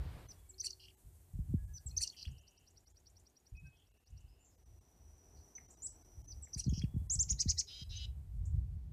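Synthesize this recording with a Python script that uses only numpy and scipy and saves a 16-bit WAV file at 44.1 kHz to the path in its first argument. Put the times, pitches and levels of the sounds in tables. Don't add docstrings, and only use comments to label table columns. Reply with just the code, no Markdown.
import sys
import numpy as np
from scipy import signal
from scipy.fft import rfft, irfft, next_fast_len
from scipy.io import wavfile
from scipy.ndimage import uniform_filter1d, map_coordinates

SR = 44100
rng = np.random.default_rng(int(sys.argv[2]) if len(sys.argv) > 2 else 0)


def elevation(decibels):
    levels = np.asarray(decibels, float)
    return 10 ** (levels / 20)


def materialize(psi):
    bounded = np.clip(np.atleast_2d(psi).T, -1, 1)
    quanta = np.round(bounded * 32767).astype(np.int16)
    wavfile.write(sys.argv[1], SR, quanta)


N = 393372

# (time [s], kick level [dB], rumble level [dB])
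PUFFS = [(0.022, -43, -39.5), (1.04, -69, -43.5), (1.335, -41.5, -35), (1.388, -35.5, -36),
         (1.484, -42, -30.5), (1.539, -24.5, -37.5), (1.856, -43.5, -42.5), (2.263, -67, -37),
         (3.52, -51.5, -43), (3.615, -70, -40.5), (4.238, -52, -50.5), (6.169, -61, -46),
         (6.56, -37.5, -41), (6.663, -30, -43), (6.678, -24.5, -34.5), (6.724, -28.5, -49),
         (6.775, -34.5, -34), (6.837, -24.5, -45), (6.94, -35, -42), (6.962, -28, -38),
         (7.015, -40.5, -44.5), (7.154, -39, -40.5), (7.266, -49, -41.5), (7.309, -39.5, -35),
         (7.457, -30, -37.5), (7.816, -40.5, -61), (8.341, -46, -41.5), (8.532, -45.5, -32),
         (8.767, -42, -44.5)]
# (time [ms], pitch [Hz], level [dB])
OPENING_STROKES = dict( tsip=[[(0, 6100, -11), (31.9, 5950, -2), (39.6, 5730, -2.5), (48.8, 4350, -7.5)]],
                   see=[[(0, 8800, -16), (6, 7800, -2), (20, 7500, 0), (24, 6800, -16), (30, 4800, -25)]],
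                   blip=[[(0, 4150, -8), (7, 4250, 0), (11, 4400, -8)]], arch=[[(0, 4900, -15.5),
                   (4, 5650, -8.5), (13.9, 6340, -0.5), (17, 5000, -8.5), (21.9, 4260, -16)],
                   [(0, 9700, -37), (5, 11500, -36), (14, 12700, -38), (19, 8500, -39)]], )
RASP_STROKES = dict( rasp=[[(0, 4200, -23.5), (9, 4600, 6), (20, 4400, -5)], [(25.8, 4600, -11),
                (31, 4400, 12.5), (39.6, 4300, -29.5)]], rasp_mid=[[(17.93, 4700, -8), (21.06, 5600, 5),
                (25, 5950, 1.5), (29.1, 5700, 1), (32.6, 4500, -5)], [(33, 5500, -11), (38.8, 6800, -10.5),
                (47.5, 3600, -18)], [(0, 1700, -26), (8, 2450, -20.5), (13, 2800, -29), (25.6, 2450, -24)],
                [(33.1, 3200, -21), (38, 2900, -21), (50, 2750, -25.5)]], rasp_top=[[(0, 8300, -3),
                (13.1, 7000, 4.5), (34.3, 8400, 4)], [(0, 8600, -10), (20.2, 9600, 8), (28.8, 10300, -6.5)],
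                [(29.8, 9200, 2.2), (37.4, 7600, 2)], [(2, 16000, -10), (38, 16000, -18.5)]])
CLOSING_STROKES = dict( ticks=[[(0, 5000, -12.5), (5, 4400, -9)], [(5, 7500, -7.5), (6.5, 5700, 2.5),
                   (10, 4250, -4)], [(21, 8300, -24), (29, 6500, -22)], [(30, 4500, -9), (36, 4300, -9)]],
                   end=[[(25, 1870, -16), (28.3, 2970, -10.5), (30.4, 3400, -12.5), (39.4, 3300, -21.5)],
                   [(24, 4200, -24), (29, 6500, -17)], [(46, 5600, -24), (53, 4200, -21)], [(42, 2950, -22),
                   (52, 2800, -18.5), (59.5, 1670, -32)]], )
# (rise [ms], top pitch [Hz], knee [ms])
CHICK_SHAPES = dict(long_chick=(57, 7920, 5.5), chick=(37, 7500, 8), short_chick=(20, 7120, 5.5))
# (time [s], core level [dB], low rasp level [dB], closing level [dB], lawn bounce delay [ms])
GARGLES = [
    (0.596, -36.5, -41, -66.5, .68),
    (1.965, -32, -40, -57.5, .68),
    (6.531, -38.5, -52.5, -58, 1.213),
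]


def unit(x):
    return x / np.sqrt(np.mean(np.abs(x) ** 2) + 1e-20)


def along(points, hz):
    f, v = np.transpose(points)
    return np.interp(np.log(hz + 1), np.log(f + 1), v)


def curves(rows):
    s, *cols = np.transpose(rows)
    return [np.interp(np.arange(N) / SR, s, c) for c in cols]


def wobble(rate, size=N):
    knots = rng.standard_normal(int(size * 4000 / SR) + 4)
    return map_coordinates(knots, [np.arange(size) * min(rate, 4000) / SR])


def filtered(x, response):
    m = next_fast_len(len(x) + 8192)
    return irfft(rfft(x, m) * response(np.fft.rfftfreq(m, 1 / SR)), m)[:len(x)]


def noise(spectrum):
    return unit(filtered(rng.standard_normal(N), lambda hz: elevation(along(spectrum, hz))))


def gate(size, edge_ms):
    n = np.arange(size)
    to_edge = np.minimum(n, size - n)
    return np.sin(np.pi / 2 * np.clip(to_edge / (edge_ms * SR / 1000), 0, 1)) ** 2


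def add(track, s, x):
    part = track[round(s * SR):][:len(x)]
    part += x[:len(part)]


def gusts():
    # (time [s], level [dB])
    steady_push = [(0.0, -41.5), (.26, -46), (.34, -69.5), (1.2, -57.5), (2.1, -60.5), (2.55, -69.5),
                   (3.7, -66.5), (3.86, -68), (4.07, -83), (4.12, -53), (4.45, -67), (6.5, -57.5),
                   (6.72, -46), (7.65, -58.5), (7.95, -47.5), (8.92, -38)]
    rise_s, hold_s, fall_db_per_s = 0.0071, 0.025, 163.5
    power = elevation(curves(steady_push)[0]) ** 2
    t = np.arange(SR // 2) / SR
    fall = elevation(-fall_db_per_s * np.clip(t - rise_s - hold_s, 0, 1))
    shape = np.clip(t / rise_s, 0, 1) * fall
    for s, _, db in PUFFS:
        add(power, s, (elevation(db) * shape) ** 2)
    return 10 * np.log10(power)


def steadied(x, share):
    envelope = np.abs(signal.hilbert(x, next_fast_len(N)))[:N]
    size = uniform_filter1d(envelope, size=900)
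    return unit(x / (size + 0.21) ** np.clip(share, 0, 1))


def pops():
    ring_hz, kick_hz, rise_per_db, scatter = 55, 91.2, 0.029, 0.2
    out, t = np.zeros(N), np.arange(SR // 10) / SR
    for (s, db, _), chance in zip(PUFFS, rng.standard_normal(len(PUFFS))):
        hz = kick_hz * (1 + rise_per_db * (db + 35.5) + scatter * chance)
        swing = np.sin(2 * np.pi * np.cumsum(ring_hz + 1.93 * hz * np.exp(-t / 0.0088)) / SR)
        onset = (1 - np.exp(-t / 0.0035)) ** 2
        add(out, s, elevation(db + 7.0 - 60 * t / 0.083) * onset * swing)
    return out


def breeze():
    # (frequency [Hz], density [dB per Hz])
    thump_spectrum = [(27, -39.5), (40, -7), (55, -2), (85, -4.5), (130, -19.5), (200, -32), (350, -81)]
    puff_spectrum = [(60, -29), (130, 9), (200, -9.5), (320, -22.5), (600, -41.5), (1200, -88)]
    thump_db = gusts()
    thumps = unit(elevation(4.9 * wobble(8)) * steadied(noise(thump_spectrum), share=0.2))
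    edge_level = elevation(-17.5 + 0.13 * (thump_db + 44.5))
    edge = edge_level * unit(elevation(2.6 * wobble(30)) * noise(puff_spectrum))
    return elevation(thump_db) * (thumps + edge) + pops()


def air():
    # (time [s], far hum level [dB], hiss level [dB])
    air_levels = [(0.0, -83, -80), (0.55, -86.5, -80), (2.2, -82, -80), (2.45, -85, -88.5), (4.1, -87, -92),
                  (5.69, -76.5, -85.5), (7.7, -82.5, -81.5), (8.92, -84, -96.5)]
    # (frequency [Hz], density [dB per Hz])
    hum_spectrum = [(88, -24), (150, -2.5), (403, -2.5), (529, -9.5), (726, -6.5), (1280, -19),
                    (2500, -26.5), (3250, -33), (5500, -120)]
    hiss_spectrum = [(5000, -21.5), (7800, -7), (13800, -12), (14300, -9.5), (14500, -64.5)]
    leaf_spectrum = [(900, -14.5), (1500, -4.5), (5500, -6), (9000, -10)]
    hum_db, hiss_db = curves(air_levels)
    t = np.arange(N) / SR
    whine = elevation(hiss_db - 1.5 + 1.6 * wobble(28)) * np.sin(2 * np.pi * 13480 * t + 2.0 * wobble(7.2))
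    settling = noise([(150, 2.5), (700, -4.0), (3000, -15.0), (4500, -17.0), (9000, -38)])
    settling = elevation(-59 - 10 * np.clip((t - .2) / 0.13, 0, 3)) * settling
    hum = elevation(hum_db + 6.5 + wobble(9.4)) * noise(hum_spectrum)
    hiss = elevation(hiss_db + 4.5 + 1.3 * wobble(33)) * noise(hiss_spectrum)
    leaves = elevation(-83.5) * noise(leaf_spectrum)
    return hum + hiss + leaves + whine + settling


def background_dips(quiet):
    gap_times = [.278, 0.602, .96, 1.667, 1.793, 2.411, 2.581, 2.858, 2.935, 3.59, 3.901, 3.93, 3.989, 4.05,
                 4.568, 4.648, 4.8, 5.674, 5.76, 5.91, 6.037, 6.231, 6.272, 6.465, 6.632, 6.68, 7.084, 7.66,
                 7.85]
    gap_db, kept_share, band_hz = -15, .08, 90
    size = round(.024 * SR)
    out = quiet.copy()
    for s in gap_times:
        piece = quiet[round((s - .012) * SR):][:size] * gate(size, 5)
        kept = rng.random(300) < kept_share
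        lines = filtered(piece, lambda hz: elevation(gap_db) + 2.0 * kept[(hz / band_hz).astype(int)])
        add(out, s - .012, lines - piece)
    return out


def syllables():
    # (time [ms], pitch [Hz], level [dB])
    loose_strokes = dict( seet=[[(0, 5960, 1.5), (14.2, 6050, 5.5), (26.6, 5500, -36)]],
                     pip=[[(0, 6000, -3), (4, 6900, 1.5), (8, 6400, -8)], [(3, 3300, -8), (14, 3350, -12)],
                     [(12, 5800, -10), (22, 5300, -13)]], hook=[[(0, 2900, -4), (9, 3500, 0),
                     (24, 1800, -3)]], chip=[[(0, 3100, -30), (4, 7090, 17.5), (12, 10100, -7.5)]],
                     tseet=[[(0, 6800, -6), (25.4, 7600, -1), (48.7, 7870, 7), (55, 5000, -12),
                     (59.2, 5060, -13)], [(10, 8400, -10), (29.8, 8600, -8)], [(39, 8900, -2),
                     (52, 9100, -15)]], )
    last_strokes = dict( a=[[(2.917, 3850, -23.5), (13.31, 4300, -12.5), (21.1, 5300, 0),
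                    (25.35, 6200, 4.5), (28.9, 7000, 2.5), (30.6, 6500, 4), (33.3, 4900, -2),
                    (39, 3500, -28.5), (48, 2000, -25)], [(13.9, 4600, -4.5), (19.15, 6200, -4),
                    (22.1, 7500, -9), (30.2, 8300, -23), (39.7, 7300, -17)], [(31.9, 7100, -2),
                    (35.4, 5900, -3), (44, 4100, -18)], [(4, 1800, -36), (20, 2300, -32)]],
                    trill=[[(-1, 4100, -8), (1, 4800, -3), (4, 5600, -1), (7, 5750, 0), (14, 5800, -5)],
                    [(-10, 4000, -16), (-3.5, 4900, -12)]], tock=[[(0, 2390, 2), (4, 1780, 8.1)]])
    further_strokes = dict( flick=[[(30, 6100, -9), (38, 7600, -12)]], rise=[[(0, 5850, -16),
                       (14, 6200, -3), (22, 6250, 0), (27, 6150, -12)]], lilt=[[(0, 4700, 0), (16, 5150, 3),
                       (36, 5150, -3)]], droop=[[(0, 5500, -1), (20, 5350, 0), (36, 4800, -3)]],
                       thin=[[(0, 6700, -8), (18, 7150, -7), (55, 7250, 1), (91, 7300, 3)], [(56, 7300, 4),
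                       (66.4, 6300, 3), (72, 5400, -10)]], blob=[[(0, 7600, -8.5), (12, 9200, -7),
                       (24, 5600, -2)], [(1.97, 5600, -9.5), (13, 7600, -1), (26.05, 6200, -8)]],
                       last=[[(0, 5820, 5.5), (3, 4460, -4), (8, 3880, -20)]])
    extra_strokes = dict(long_chick=[ [(20, 9100, -27), (34, 9800, -21), (50, 10200, -21)],
                     [(36, 2100, -36), (52, 2200, -35)]], chick=[[(7, 12100, -36), (15, 13200, -36)],
                     [(46, 3800, -30), (51, 2500, -37)]], short_chick=[[(-6, 4200, -16), (-1.5, 7000, -8)],
                     [(-10, 1900, -34), (0, 4000, -30)], [(7, 2200, -32), (20, 2000, -37)],
                     [(27, 4200, -24), (36, 2200, -33)]])
    start_hz, knee_hz, drop_ms, end_hz = 5020, 6170, 6.9, 3780
    out = {**OPENING_STROKES, **RASP_STROKES, **CLOSING_STROKES,
           **loose_strokes, **last_strokes, **further_strokes}
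    for name, (ms, hz, knee_ms) in CHICK_SHAPES.items():
        rise = [(0, start_hz, -7), (.62 * knee_ms, knee_hz - 330, -1.5), (knee_ms, knee_hz, 1.5),
                (.55 * ms, .945 * hz, 2.5), (1.0 * ms, hz, -2.5), (ms, .975 * hz, -4)]
        drop = [(ms + 0.44 * drop_ms, 5700, -2.5), (ms + drop_ms, end_hz, -34)]
        second = [[(5, 9900, -29), (25, 8900, -26)], [(ms + 5, .96 * hz, -13), (ms + 14, 5400, -14)]]
        out[name] = [rise + drop] + second + extra_strokes[name]
    return out


def stroke(points, stretch, rough):
    ms, hz, db = np.transpose(points)
    flutter = wobble(700, size=4096), wobble(911, size=4096)
    t = np.arange(ms[0], ms[-1], 1000 / SR / stretch)[:4096]
    glide = uniform_filter1d(np.interp(t, ms, hz), size=40, mode="nearest")
    pitch = glide + 260 * rough * flutter[0][:len(t)]
    turn = 2 * np.pi * np.cumsum(pitch) / SR
    level = elevation(np.interp(t, ms, db)) * gate(len(t), 0.9)
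    return level * (1 + rough * flutter[1][:len(t)]) * np.sin(turn)


def voiced(name, stretch, rough):
    # (frequency [Hz], density [dB per Hz])
    breath_spectrum = [(1500, -29.5), (4000, -8), (9500, 6.5), (11000, -10), (14000, -10)]
    note = np.zeros(SR // 8)
    for points in syllables()[name]:
        add(note, .02 + points[0][0] * stretch / 1000, stroke(points, stretch, rough))
    product = filtered(note ** 2, lambda hz: np.clip(hz / 1500, 0, 1) ** 4)
    breath = filtered(rng.standard_normal(len(note)), lambda hz: elevation(along(breath_spectrum, hz)))
    size = np.sqrt(np.abs(uniform_filter1d(note ** 2, size=200)))
    return note + elevation(-49.0 + 27.5 * rough) * product + elevation(-39 + 58.4 * rough) * size * breath


def echo(x):
    # (frequency [Hz], time to decay 60 dB [s])
    tree_decay = [(1500, 0.3), (4500, 0.18), (8000, 0.22), (13000, 0.15)]
    hz, t, z = signal.stft(rng.standard_normal(SR // 2), SR, nperseg=128)
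    decay = elevation(-60 * t / along(tree_decay, hz)[:, None])
    tail = signal.istft(z * decay, SR, nperseg=128)[1]
    tail = tail * (1 + 1.2 * elevation(-60 * np.arange(len(tail)) / SR / 0.021))
    return signal.fftconvolve(np.pad(x, (130, 0)), tail / np.linalg.norm(tail) * 3.56)


def halo(x):
    size = round(44 * SR / 1000)
    haze = rng.standard_normal(SR // 10)[:size] * np.hanning(size)
    return signal.fftconvolve(x, haze / np.linalg.norm(haze), mode="same")


def sing(notes):
    roughness = dict(tsip=.12, see=.1, blip=.05, arch=.25, rasp=.45, rasp_mid=.25, rasp_top=.68, ticks=.2, end=.4, seet=.06, tock=.2, pip=.4, hook=.4, chip=.3, tseet=.09, long_chick=.2, chick=.15, short_chick=.2, a=.27, trill=.2, flick=.6, rise=.1, lilt=.3, droop=.3, thin=.35, blob=.42, last=.3)
    hazy = ("a", "tsip", "hook", "pip", "short_chick", "trill", "rasp", "rasp_mid", "rasp_top", "ticks",
            "end", "chip", "flick", "blob", "thin", "last")
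    open_perch = {*OPENING_STROKES, *RASP_STROKES, *CLOSING_STROKES, *CHICK_SHAPES,
                  "a", "blob", "rise", "trill", "last"}
    out = np.zeros(N)
    for s, name, db, stretch in notes:
        echo_db = -17.5 + 19.5 * (name == "chip") - 6 * (name in open_perch)
        note = elevation(db) * voiced(name, stretch, roughness[name])
        halo_db = -7.5 + 3.5 * (name in ("a", "flick", "blob"))
        add(out, s - .02, note + (name in hazy) * elevation(halo_db) * halo(note))
        add(out, s - .02, elevation(echo_db) * echo(note))
    return out


def chips():
    # (time [s], syllable, level [dB], stretch)
    chip_notes = [(0.286, "tsip", -48.5, 0.73), (.489, "see", -51, 0.98), (.538, "blip", -62, 0.88),
                  (1.737, "tsip", -48, 0.99), (1.86, "see", -42.5, 0.93), (1.908, "blip", -54.5, .9),
                  (2.125, "hook", -65.5, 1.06), (5.552, "seet", -50, 1.2), (5.58, "tock", -60, 1.6),
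                  (5.7, "chip", -81, 0.92), (5.82, "tseet", -43, 0.95), (6.277, "tsip", -47, 1.05),
                  (6.421, "see", -47.5, 1.32), (6.469, "tock", -68.5, 1.65), (6.692, "pip", -50.5, 1.2),
                  (8.449, "chip", -83, 1.34), (4.28, "lilt", -80, 1), (4.385, "thin", -73.5, 1.1),
                  (4.51, "droop", -81, 1), (7.131, "blob", -40, 1.05), (7.954, "rise", -45.5, 1),
                  (7.212, "blob", -50.5, .8)]
    return sing(chip_notes)


def far_whistles():
    whistles = [(0.58, 0.62, 5300, 1700, -57.5), (0.29, 0.597, 3380, 53, -88.5),
                (0.441, 0.603, 2260, 58, -85), (1.914, 2.015, 2540, 70, -78.5),
                (0.404, 1.363, 375.3, 12.7, -76), (1.579, 1.67, 1670, 57, -78),
                (1.672, 1.77, 1680, 53, -78), (1.768, 1.87, 1660, 56, -83), (2.092, 2.79, 2876, 560, -75),
                (3.55, 3.632, 2538, 40, -64), (3.629, 3.776, 2553, 33, -68.5),
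                (3.643, 3.72, 1573, 82, -76.5), (3.718, 3.905, 3220, 570, -78.5),
                (3.751, 4.246, 2750, 400, -87.5), (4.102, 4.516, 2800, 500, -80),
                (4.298, 4.405, 5080, 250, -83.5), (4.439, 4.58, 6900, 1300, -75.5),
                (5.358, 5.448, 4720, 1300, -77), (6.861, 7.108, 3380, 110, -85),
                (7.083, 7.274, 3390, 83, -84)]
    out = np.zeros(N)
    for start, end, hz, width_hz, db in whistles:
        t = np.arange(round((end - start) * SR)) / SR
        swell = np.sin(np.pi * (t / (end - start)) ** .55)
        paths = 0.42 + 30 / width_hz + wobble(width_hz, size=SR) + 1j * wobble(width_hz, size=SR)
        blur = paths[:len(t)] * elevation(2.7 * wobble(20, size=SR)[:len(t)])
        add(out, start, elevation(db + 3.0) * swell * (unit(blur) * np.exp(2j * np.pi * hz * t)).real)
    return out


def gargles():
    # (time after the arch [ms], syllable, part: 0 core 1 low rasp 2 closing, level [dB], stretch)
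    gargle_string = [
        (0, "arch", 0, 3.5, 1.04),
        (41.2, "rasp", 1, -4, 1.01),
        (41.9, "rasp_mid", 0, -3.5, 1.01),
        (41.8, "rasp_top", 0, -19.5, .99),
        (105, "ticks", 0, -4.5, .95),
        (262.5, "end", 2, 18, .95),
    ]
    return [(s + ms / 1000, name, parts[part] + db, stretch)
            for s, *parts in GARGLES for ms, name, part, db, stretch in gargle_string]


def rattles():
    # (stroke start [Hz], stroke end [Hz], upper level [dB], lower level [dB], last stroke level [dB])
    rattle_voices = [
        (6320, 4150, -69.5, -64.5, -66),
        (6540, 4200, -59.5, -61.5, -40),
        (6900, 4670, -52.5, -61, -42),
    ]
    landings = [1.9, 1.2, 0.16]
    after_s, length_ms, strokes_per_s = .2, 64, 232
    out = np.zeros(N)
    for (s, *_), (top_hz, end_hz, upper_db, lower_db, _), landing in zip(GARGLES, rattle_voices, landings):
        t = np.arange(int(length_ms * SR / 1000)) / SR
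        slow = lambda per_s: wobble(per_s, size=4096)[:len(t)]
        cycle = (t * strokes_per_s + .2 * slow(110)) % 1
        fall = np.clip(cycle / .75, 0, 1)
        pitch = end_hz + (top_hz - end_hz) * (1 - fall) ** 1.4 + 250 * slow(150)
        swell = np.sin(np.pi * fall) * (1 + landing * fall) * elevation(3 * slow(200))
        upper = np.sin(2 * np.pi * np.cumsum(pitch) / SR) * swell
        lower_hz = 3250 - 450 * cycle + 110 * slow(260)
        throb = np.sin(np.pi * cycle) ** 2 * elevation(4 * slow(140))
        lower = np.sin(2 * np.pi * np.cumsum(lower_hz) / SR) * throb
        x = (elevation(upper_db + 4.3 * t / t[-1]) * upper + elevation(lower_db) * lower) * gate(len(t), 2.7)
        x = x + elevation(-4) * halo(np.pad(x, (0, 900)))[:len(t)]
        add(out, s + after_s, x)
        add(out, s + after_s, elevation(-17) * echo(x))
    last = [(s + .2622, "last", db, .95) for (s, *_), (*_, db) in zip(GARGLES, rattle_voices)]
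    return out + sing(last)


def bounced(x):
    s, *_, ms = np.transpose(GARGLES)
    n = np.arange(N)
    current = np.clip(np.searchsorted(s - .1, n / SR) - 1, 0, None)
    late = ms[current] * SR / 1000
    return x + elevation(-9.5) * map_coordinates(x, [n - late])


def trill():
    # (time [s], level [dB])
    trill_levels = [(1.89, -60), (2.19, -62.5), (3.0, -59.5), (3.47, -67), (3.97, -78), (4.07, -66.5),
                    (4.18, -64.5)]
    start_s, gap_s, slowing_s = 1.8935, .0974, 3.4e-6
    k = np.arange(24)
    s = start_s + gap_s * k + slowing_s * k ** 3
    db, chance = np.interp(s, *np.transpose(trill_levels)), rng.standard_normal((len(k), 2))
    return [(at, name, level + spread_db * c, 1.01) for at, level, row in zip(s, db, chance)
            for name, spread_db, c in zip(("trill", "flick"), (1.8, 3), row)]


def insect():
    # (time [s], level [dB])
    buzz_levels = [(4.5, -93), (5.38, -78.5), (6.75, -80)]
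    t = np.arange(N) / SR
    mode = lambda f: 1 / (1 + ((f - 5880) / 90) ** 2) + 0.12 / (1 + ((f - 5700) / 500) ** 2)
    wing = filtered(rng.standard_normal(N), mode)
    beat = 1 + 0.2 * np.sin(2 * np.pi * 80 * t + 0.83 * wobble(6.6))
    start, end = buzz_levels[0][0], buzz_levels[-1][0]
    on = np.clip((t - start) * 10, 0, 1) * np.clip((end - t) * 10, 0, 1)
    return on * elevation(curves(buzz_levels)[0] + 8.5) * unit(wing * beat)


def chick_a():
    # (time [s], syllable, level [dB])
    chick_notes = [
        (7.097, "long_chick", -34.5),
        (7.19, "chick", -29.5),
        (7.298, "short_chick", -30.5),
        (7.384, "a", -32.5),
        (7.476, "a", -32),
        (7.57, "a", -32.5),
    ]
    return sing([(*note, 1) for note in chick_notes])


def resonances(modes):
    return lambda f: sum(elevation(db) * 1j * f * w / (c * c - f * f + 1j * f * w) for c, w, db in modes)


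def dee(s, length, upper_db, lower_db, rate):
    rise_s, join_s, fall_s, soft_db = 0.016, 0.042, 0.0067, 7
    return [(s, upper_db - 6.0, lower_db - 16, rate),
            (s + rise_s, upper_db + 4.0, lower_db - 3.0, rate),
            (s + join_s, upper_db, lower_db, rate),
            (s + length - fall_s, upper_db, lower_db, rate),
            (s + length, upper_db - soft_db, lower_db - soft_db, rate)]


def dees():
    # (time [s], length [s], upper level [dB], lower level [dB], pulse rate [1/s], mouth resonance [Hz])
    dee_calls = [
        (7.669, 0.17, -59, -55.5, 290.5, 3180),
        (7.891, 0.17, -56, -53.5, 297, 3090),
    ]
    # (frequency [Hz], width [Hz], level [dB])
    throat_modes = [(1710, 1900, -21.5), (3810, 610, 2.5), (4806, 300, -5), (6200, 600, -16.5)]
    # (settled pitch [Hz], excess at the start [Hz], level [dB])
    upper_partials = [(3950, 94, -6), (5000, 198.5, -6), (5900, -400, -15.5)]
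    brightness = [3, -3]
    join_s, scoop, scoop_s, sag_s, mouth_open_s = 0.042, .07, .018, .035, 0.023
    out = np.zeros(N)
    for (*row, mouth_hz), bright_db in zip(dee_calls, brightness):
        rows = dee(*row)
        span = slice(round(rows[0][0] * SR), round(rows[-1][0] * SR))
        upper_db, lower_db, rate = (c[span] for c in curves(rows))
        t = np.arange(len(rate)) / SR
        slow = lambda per_s: wobble(per_s, size=12000)[:len(t)]
        late_scoop = scoop * np.exp(-np.clip(t - join_s, 0, 1) / scoop_s)
        rate = rate * (1 - late_scoop + 0.00295 * slow(43.5))
        turn = 2 * np.pi * np.cumsum(rate) / SR
        pulses = sum(elevation(3 * slow(45)) * np.cos(k * turn + .55 * slow(150)) for k in range(5, 25))
        breath = rng.standard_normal(12000)[:len(t)] * (1 + 1.0 * np.cos(turn))
        source = unit(pulses) + .55 * breath
        throat, mouth = resonances(throat_modes), resonances([(mouth_hz, 460, 1.5)])
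        opening = np.clip((t - join_s) / mouth_open_s + 1, 0, 1) * elevation(3.1 * t / t[-1])
        from_throat = filtered(source, lambda f: throat(f) * np.abs(throat(f)) ** 0.34)
        lower = unit(from_throat + opening * filtered(source, lambda f: mouth(f) ** 2))
        sag = np.exp(-t / sag_s)
        upper = np.zeros(len(t))
        for hz, over_hz, db in upper_partials:
            level = elevation(db + bright_db * (hz > 4400) + 1.9 * slow(68.0))
            pitch = hz + over_hz * sag + (32 + 140 * sag) * slow(293)
            upper += level * np.sin(2 * np.pi * np.cumsum(pitch) / SR)
        x = (elevation(upper_db + 5) * upper + elevation(lower_db) * lower) * gate(len(rate), 2.9)
        add(out, rows[0][0], x)
        add(out, rows[0][0], elevation(-22) * echo(x))
    return out


def scene():
    gargle_calls = bounced(sing(gargles()) + rattles())
    far_birds = far_whistles() + sing(trill())
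    birds = chips() + far_birds + gargle_calls + chick_a() + dees()
    return (breeze() + background_dips(air() + insect()) + birds)[None]


def roll_off(x):
    return signal.sosfilt(signal.butter(12, 14390, fs=SR, output="sos"), x)


def record(dry):
    mix = filtered(dry[0], lambda hz: hz < 14350)[None]
    return roll_off(mix)


dry = scene()
out = record(dry)
materialize(out)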